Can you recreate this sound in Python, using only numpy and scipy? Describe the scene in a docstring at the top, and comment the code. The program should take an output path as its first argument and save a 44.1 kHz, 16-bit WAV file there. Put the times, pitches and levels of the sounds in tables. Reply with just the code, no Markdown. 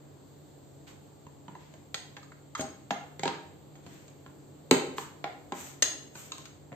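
"""In a hard-walled kitchen, a plastic lid is set on a round tub standing on a plate and pressed home.
The rim snaps in bit by bit: each snap is an impulsive crackle that excites the modes of lid, tub and plate.
Between snaps, fingers slide on the lid with a frictional hiss. The walls reverberate,
over steady room noise and the wavering hum of an appliance motor."""
import sys
import numpy as np
from scipy import signal
from scipy.fft import rfft, irfft, next_fast_len
from scipy.io import wavfile
from scipy.ndimage import uniform_filter1d

SR = 44100
rng = np.random.default_rng(int(sys.argv[2]) if len(sys.argv) > 2 else 0)


def to_wav(s):
    """Save 16-bit WAV."""
    ch = np.atleast_2d(s).T  # columns
    pcm = np.round(np.clip(ch, -1, 1) * 32767)  # PCM
    wavfile.write(sys.argv[1], SR, pcm.astype(np.int16))


N = 297675

# Snaps of the rim: (time [s], strength [dB], weight: how far the tub moves [dB],
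# brightness: how hard the edge slips [dB], rim pitch [Hz], its level [dB], second pitch [Hz],
# its level [dB], plate jolt [dB], crackle decay time [ms]); levels and jolt add to strength
RIM_SNAPS = [(1.2662, -50.5, -4, -46, 960, 9.5, 1920, -2, -14, 2.45),
             (1.481, -39, -7.5, -39, 985, 9.5, 1970, -6, -20, 2.3),
             (1.5506, -41.5, -21, -49, 896, 12, 1720, 9, -15, 2.3),
             (1.7378, -54, -1.5, -11, 700, 7, 2500, -6, -4, 2.74),
             (1.943, -35, -17, 0.5, 3770, 16, 1390, 10.5, -0.5, 2.84),
             (2.1658, -39.5, -13, -13.5, 1540, 11, 950, 4.5, -9, 5.36),
             (2.2298, -50, -25, -10, 1240, 15.5, 2000, 2, 5, 2),
             (2.319, -47.5, -9, -36, 1270, 18.5, 1650, 15.5, -17, 2.4),
             (2.5503, -35.5, -46, -7, 1270, 21.5, 1650, 14.5, 0.5, 3.7),
             (2.592, -38, 3, -26, 633, 18.5, 226, 17, 11, 7.4),
             (2.6075, -40.5, -11.5, 3.5, 790, 18, 1470, 8, -9, 9),
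             (2.906, -27, -7, -12, 802, 13, 239, 10.5, -6, 4.64),
             (3.194, -37, -9.5, -9, 505, -3, 2100, 14.5, -16, 2.2),
             (3.233, -24, -14.5, -16, 827, 8, 2160, 8, -11.5, 3.33),
             (3.2545, -25, -8, -21, 850, 10, 251, 5, -15, 3.8),
             (3.277, -21.5, -15, -20.5, 785, 4.5, 920, -6, -27, 4),
             (3.7537, -53, -6.5, -16, 690, -13, 2500, -9, 0, 3.43),
             (3.8625, -51, -1.5, -6.5, 765, 0, 2500, -10, -8, 7),
             (4.0795, -57, -8, -3, 600, 6, 4500, 0, 3, 3),
             (4.262, -51, -3.5, -12, 1270, 6, 1060, 0, -15, 2.18),
             (4.7105, -15.5, -6.5, -4, 466, 6.5, 252, 9.5, -11, 2.75),
             (4.9823, -35, -7.5, -8, 846, 14, 405, 15.5, -11, 1.12),
             (5.241, -28, -8, -19, 755, 12, 2280, -10, -20, 2.95),
             (5.5209, -32, -7.5, -18, 853, 13, 366, 9, -19, 3.5),
             (5.8221, -22, -24.5, 3, 2020, 10, 5100, -5, 4, 5.7),
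             (6.1532, -44.5, -10, -16, 1310, 14, 930, 7, 1, 3.7),
             (6.3192, -37.5, -23, -9, 1120, 12.5, 3900, 17, -1.5, 2.08),
             (6.3813, -52, -19, 5, 1070, 18.5, 2500, 5, -10, 2.4),
             (6.4534, -45.5, -22, -3, 1374, 9.5, 2960, 2, 1, 7),
             (6.7181, -53.5, 3.5, -39, 667, 18.5, 257, -10, -13, 4.6),
             (6.7267, -46, 0, -38, 614, 14, 255, -13, -14.5, 2.4)]
# Bands of a snap: (low edge [Hz], high edge [Hz], level over strength [dB], weight slope [dB/dB],
# brightness slope [dB/dB], stereo coherence [0-1], crackle share [0-1], room send [dB], left bias [dB])
SNAP_BANDS = [(66.5, 260, 10, 3.3, 0, 0.7, 0.06, -1.5, 3), (165, 474, 11, 1.05, 0, 0.89, 0.52, -1, -1),
              (444, 1770, 17, 0.68, 0.5, 0.85, 0.27, 1, -0.5),
              (1075, 2400, 15.5, 0.68, 0.12, 0.2, 0.55, -2, -1),
              (2250, 4680, 14, 0, 0.44, 0.1, 0.76, -5.5, -1.5), (5680, 10800, 16.5, 0, 1.48, 0, 1, -4, 2.5),
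              (11000, 15500, 9, 0.6, 0.9, 0.4, 0.9, 0.5, -2)]
# Modes of lid and tub, and of the plate: (frequency [Hz], gain [dB], time to fall 60 dB [s])
TUB_MODES = [(161.5, -39, 0.084), (188.4, -35, 0.074), (274.3, -40, 0.07), (380, -46.5, 0.047),
             (435, -40, 0.048), (552, -36.5, 0.038), (624, -41, 0.087), (721, -43.5, 0.11),
             (796.2, -41, 0.12), (890, -49, 0.07), (971.5, -40, 0.078), (1083, -42, 0.091),
             (1330, -49, 0.065), (1690, -38.5, 0.02)]
PLATE_MODES = [(2027, -23.5, 0.071), (2736, -12, 0.035), (3220, -15.5, 0.042), (4006, -21, 0.087),
               (4456, -21, 0.049), (5800, -18, 0.015), (6503, -9, 0.056), (6570, -7, 0.047),
               (7280, -12.5, 0.041), (7560, -20, 0.034), (11900, -26, 0.02), (13000, -29, 0.017),
               (13900, -32, 0.02)]
# Finger strokes: (start [s], duration [s], hiss level [dB], low band over hiss [dB])
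FINGER_STROKES = [(0.865, 0.068, -72, 8.5), (1.544, 0.33, -84.5, 12.5), (2.57, 0.052, -59.5, 4),
                  (3.223, 0.076, -72, 20), (3.815, 0.36, -74, 4.5), (4.962, 0.11, -57, -0.5),
                  (5.53, 0.23, -58, -1.5), (6.13, 0.24, -63, -1.5), (6.322, 0.21, -71, 5)]
# Decay of the kitchen: (frequency [Hz], reverberation time [s])
REVERB_TIMES = [(100, 0.31), (250, 0.69), (450, 0.63), (1000, 0.54), (3000, 0.53), (8000, 0.43),
                (14000, 0.34)]
# Left-right likeness of echoes and of room noise: (frequency [Hz], coherence [0-1])
ECHO_COHERENCE = [(60, 1), (300, 1), (700, 0.47), (1400, 0)]
NOISE_COHERENCE = [(60, 0.13), (300, 0.53), (700, 0.04), (1400, 0.15)]
# Room noise: (frequency [Hz], spectral density [dB per Hz])
NOISE_SPECTRUM = [(25, -110), (50, -103), (90, -89), (200, -93.5), (400, -93), (800, -101), (1400, -112),
                  (2500, -117), (4500, -115), (5300, -122), (6200, -115), (8000, -113), (15000, -113)]
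# Resonances in the room noise: (centre [Hz], bandwidth [Hz], level [dB])
NOISE_RESONANCES = [(92.4, 16, -76), (316, 24, -75.5), (7404, 320, -78.5)]
# Extra treble loss of slides, echoes and room noise: (frequency [Hz], gain [dB])
SUSTAINED_RESPONSE = [(8500, 0.5), (8900, -18), (9900, -23.5), (11200, -34), (11600, 0.5), (15000, -1.5),
                      (15600, -4)]
# Overall treble colour, a peak near 7 kHz and then a deep gap at 9-11 kHz: (frequency [Hz], gain [dB])
TREBLE_COLOUR = [(4400, 7.5), (6000, 4), (7500, 7), (8400, 6.5), (8850, -8.5), (9800, -10), (11200, -30),
                 (11600, -4), (15000, 3), (15600, -24)]

RIM_Q, RIM_COHERENCE, RIM_CRACKLE_SHARE = 3.62, 0.94, 0.67
RELEASE_AT = 0.307  # moment of release, in crackle decay times
RADIATION_CUTOFF_HZ = 75  # the lid is too small to radiate below this
TUB_SPREAD, PLATE_SPREAD = 0.021, 0.0065  # relative shift of the modes as the grip moves
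RIM_SEND_DB, TUB_SEND_DB, PLATE_SEND_DB, SLIDE_SEND_DB = -6, -5.5, -5, -1  # into the room
RIGHT_DELAY_S = 0.0001  # the lid lies nearer the left microphone
SLIDE_RISE_SHARE, SLIDE_TOP_DB = 0.18, 5.5
MOTOR_HZ, FUNDAMENTAL_DB, OCTAVE_DB = 143.8, -67, -71.5
LOWPASS_HZ = 16300


def snaps():
    """Impulsive excitation: the slipping rim drives lid, tub and plate. Returns direct sound and send."""
    (times, strength_db, weight_db, bright_db,
     rim_hz, rim_db, second_hz, second_db, jolt_db, decay_ms) = np.transpose(RIM_SNAPS)
    t = np.arange(2048) / SR
    decay_s = decay_ms[:, None] / 1000
    age = t / decay_s
    envelope = np.exp(-age) * (1 - np.exp(-2 * age))
    noises = np.moveaxis(rng.standard_normal((len(times), 2, len(t))), 1, 0) * envelope
    release = np.maximum(1 - np.abs(t - RELEASE_AT * decay_s) * SR, 0)  # one sharp pulse
    crackle = stereo(*noises, RIM_COHERENCE)
    force = power_mix(crackle / norm(crackle), release, RIM_CRACKLE_SHARE)
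    rim = place(times, rim_ring(force, rim_hz), strength_db + rim_db)
    rim += place(times, rim_ring(force, second_hz), strength_db + second_db)
    knock, knock_send = knocks(times, strength_db, weight_db, bright_db, noises, release, age)
    radiation = signal.butter(4, RADIATION_CUTOFF_HZ, "high", fs=SR, output="sos")
    impact = signal.sosfilt(radiation, np.array([rim + knock, undb(RIM_SEND_DB) * rim + knock_send]))
    tub = modal_ring(impact, TUB_MODES, TUB_SPREAD)
    plate = modal_ring(place(times, force, strength_db + jolt_db), PLATE_MODES, PLATE_SPREAD)
    direct = impact[0] + tub[0] + plate
    send = impact[1] + undb(TUB_SEND_DB) * tub[1] + undb(PLATE_SEND_DB) * plate
    return direct, send


def knocks(times, strength_db, weight_db, bright_db, noises, release, age):
    """A brief force has a broad spectrum: crackle and release, weighted band by band."""
    direct = send = 0
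    for k, row in enumerate(SNAP_BANDS):
        lo_hz, hi_hz, db, per_weight, per_bright, coherence, share, send_db, left_db = row
        crackle = stereo(*noises, coherence) * np.exp(-age * lo_hz / 6000)  # dulls as it dies
        crackle /= norm(band(crackle, lo_hz, hi_hz))
        pulse = release / norm(band(release, lo_hz, hi_hz))
        level_db = strength_db + db + per_weight * weight_db + per_bright * bright_db
        train = place(times, power_mix(crackle, pulse, share), level_db)
        pan = undb([[left_db / 2], [-left_db / 2]])
        part = (-1) ** k * band(train, lo_hz, hi_hz) * pan  # neighbouring bands meet in phase
        direct = direct + part
        send = send + undb(send_db) * part
    return direct, send


def rim_ring(force, pitches_hz):
    """Damped resonance: each freed stretch of rim rings briefly at its own pitch, at unit energy."""
    rings = np.zeros_like(force)
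    for k, hz in enumerate(pitches_hz):
        b, a = signal.iirpeak(hz, RIM_Q, SR)
        rings[:, k] = signal.lfilter(b, a, signal.lfilter(b, a, force[:, k]))  # twice: steep flanks
    return rings / norm(rings)


def modal_ring(force, modes, spread):
    """Modal superposition: a body rings as damped sinusoids, which shift as the grip changes."""
    t = np.arange(SR // 4) / SR
    grip = 2 * np.pi * 1.3 * np.arange(N) / SR
    out = 0
    for blend in (np.cos(grip), np.sin(grip)):
        shifts = 1 + spread * rng.standard_normal(len(modes))
        response = sum(undb(db - 60 * t / t60) * np.sin(2 * np.pi * hz * shift * t)
                       for (hz, db, t60), shift in zip(modes, shifts))
        response = np.array(response, ndmin=force.ndim)
        out = out + signal.fftconvolve(force * blend, response, axes=-1)[..., :N]
    return out


def finger_slides():
    """Sliding friction: skin on plastic makes a grainy hiss, with a duller band from the lid."""
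    t = np.arange(N) / SR
    grain = undb(3.0 * rng.exponential(size=(2, N))) * rng.standard_normal((2, N))
    grain *= undb(1.5 * wander(40))
    layers = [band(grain, 5800, 7930), -band(grain, 360, 3740), -band(grain, 9100, 14100)]
    hiss, low, top = [x / np.std(x) for x in layers]
    out = 0
    for start, duration, hiss_db, low_db in FINGER_STROKES:
        touch = np.interp(t, start + duration * np.array([0, SLIDE_RISE_SHARE, 1]), [0, 1, 0])
        out = out + touch * undb(hiss_db) * (hiss + undb(low_db) * low + undb(SLIDE_TOP_DB) * top)
    return out


def kitchen_reverb(send):
    """Reverberation: dense echoes die faster in the treble; their pattern changes as the hands move."""
    t = np.arange(SR) / SR
    tails = 0
    for hz in 70 * 2 ** np.arange(0, 8, .5):
        noise = half_octave(rng.standard_normal((2, 2, SR)), hz)
        decay = undb(-60 * t / lookup(REVERB_TIMES, hz))
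        tails = tails + stereo(*noise, lookup(ECHO_COHERENCE, hz)) * decay
    onset = 1 - np.exp(-t / 0.0002)  # the first walls answer almost at once
    tails = tails * onset / np.sqrt(SR * .028)
    position = 2 * np.pi * .9 * np.arange(N) / SR
    return sum(signal.fftconvolve(send * blend, tails[:, k], axes=1)[:, :N]
               for k, blend in enumerate((np.cos(position), np.sin(position))))


def room_noise():
    """Amplitude-modulated noise: bands swell together and flicker alone, beside narrow resonances."""
    swell = wander(0.61)
    hz = np.fft.rfftfreq(N, 1 / SR)
    amplitude = undb(lookup(NOISE_SPECTRUM, hz)) * np.sqrt(SR / 2)
    white = stereo(*rfft(rng.standard_normal((2, N))), lookup(NOISE_COHERENCE, hz))
    noise = irfft(white * amplitude, N)
    out = 0
    for k, centre in enumerate(30 * 2 ** np.arange(0, 9.1, .5)):
        gain = undb(.5 * swell + .7 * wander(6))
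        out = out + (-1) ** k * gain * half_octave(noise, centre)
    for centre, width, db in NOISE_RESONANCES:
        drone = band(rng.standard_normal((2, N)), centre - width / 2, centre + width / 2)
        out = out + undb(db) * stereo(*drone, lookup(NOISE_COHERENCE, centre)) / np.std(drone)
    return out


def motor_hum():
    """Periodic vibration: two harmonics of a motor whose speed and loudness waver quickly."""
    phase = 2 * np.pi * np.cumsum(MOTOR_HZ + 3.28 * wander(13)) / SR
    return sum(undb(db + 2.47 * wander(24.89)) * np.sqrt(2) * np.sin(harmonic * phase)
               for harmonic, db in ((1, FUNDAMENTAL_DB), (2, OCTAVE_DB)))


def place(times, bursts, levels_db):
    """Path difference: each burst arrives at its time and level, slightly later on the right."""
    train = np.zeros((2, N + SR))
    for when, burst, gain in zip(times, np.moveaxis(bursts, 1, 0), undb(levels_db)):
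        for channel, delay in enumerate((0, RIGHT_DELAY_S)):
            at = int((when + delay) * SR)
            train[channel, at:at + burst.shape[-1]] += gain * burst[channel]
    return train[:, :N]


def undb(db):
    """Amplitude ratio from decibels."""
    return 10 ** (np.asarray(db) / 20)


def norm(x):
    """Square root of a signal's energy."""
    return np.sqrt(np.sum(x ** 2, axis=-1, keepdims=True))


def power_mix(a, b, share):
    """Incoherent signals add in power; share is the weight of a."""
    return np.sqrt(share) * a + np.sqrt(1 - share) * b


def stereo(mid, side, coherence):
    """Partial coherence: left and right are the sum and difference of independent signals."""
    return np.array([power_mix(mid, sign * side, (1 + coherence) / 2) for sign in (1, -1)])


def wander(rate_hz):
    """Smoothed random steps of unit standard deviation."""
    hold = int(SR / rate_hz)
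    steps = np.repeat(rng.standard_normal(N // hold + 1), hold)
    smooth = uniform_filter1d(uniform_filter1d(steps, hold), hold)[:N]
    return smooth / np.std(smooth)


def lookup(table, hz):
    """Interpolation on a logarithmic frequency axis."""
    freqs, values = np.transpose(table)
    return np.interp(np.log(np.maximum(hz, 1)), np.log(freqs), values)


def band(x, lo_hz, hi_hz):
    """Causal band-pass filter."""
    return signal.sosfilt(signal.butter(2, [lo_hz, hi_hz], "band", fs=SR, output="sos"), x)


def half_octave(x, hz):
    """Band-pass of constant relative bandwidth."""
    return band(x, hz / 2 ** .25, hz * 2 ** .25)


def equalise(x, response):
    """Zero-phase filtering by a (frequency [Hz], gain [dB]) table."""
    size = next_fast_len(N)
    gain = undb(lookup(response, np.fft.rfftfreq(size, 1 / SR)))
    return irfft(rfft(x, size) * gain, size)[..., :N]


def scene():
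    """Superposition of snaps, slides, their reverberation, room noise and hum."""
    direct, send = snaps()
    slides = finger_slides()
    echoes = kitchen_reverb(send + undb(SLIDE_SEND_DB) * slides)
    return direct + equalise(slides + echoes + room_noise(), SUSTAINED_RESPONSE) + motor_hum()


def record(dry):
    """Frequency response: the treble has a peak and a gap, and a steep low-pass cuts the top."""
    lowpass = signal.ellip(8, .2, 70, LOWPASS_HZ, fs=SR, output="sos")
    return signal.sosfilt(lowpass, equalise(dry, TREBLE_COLOUR))


dry = scene()
out = record(dry)
to_wav(out)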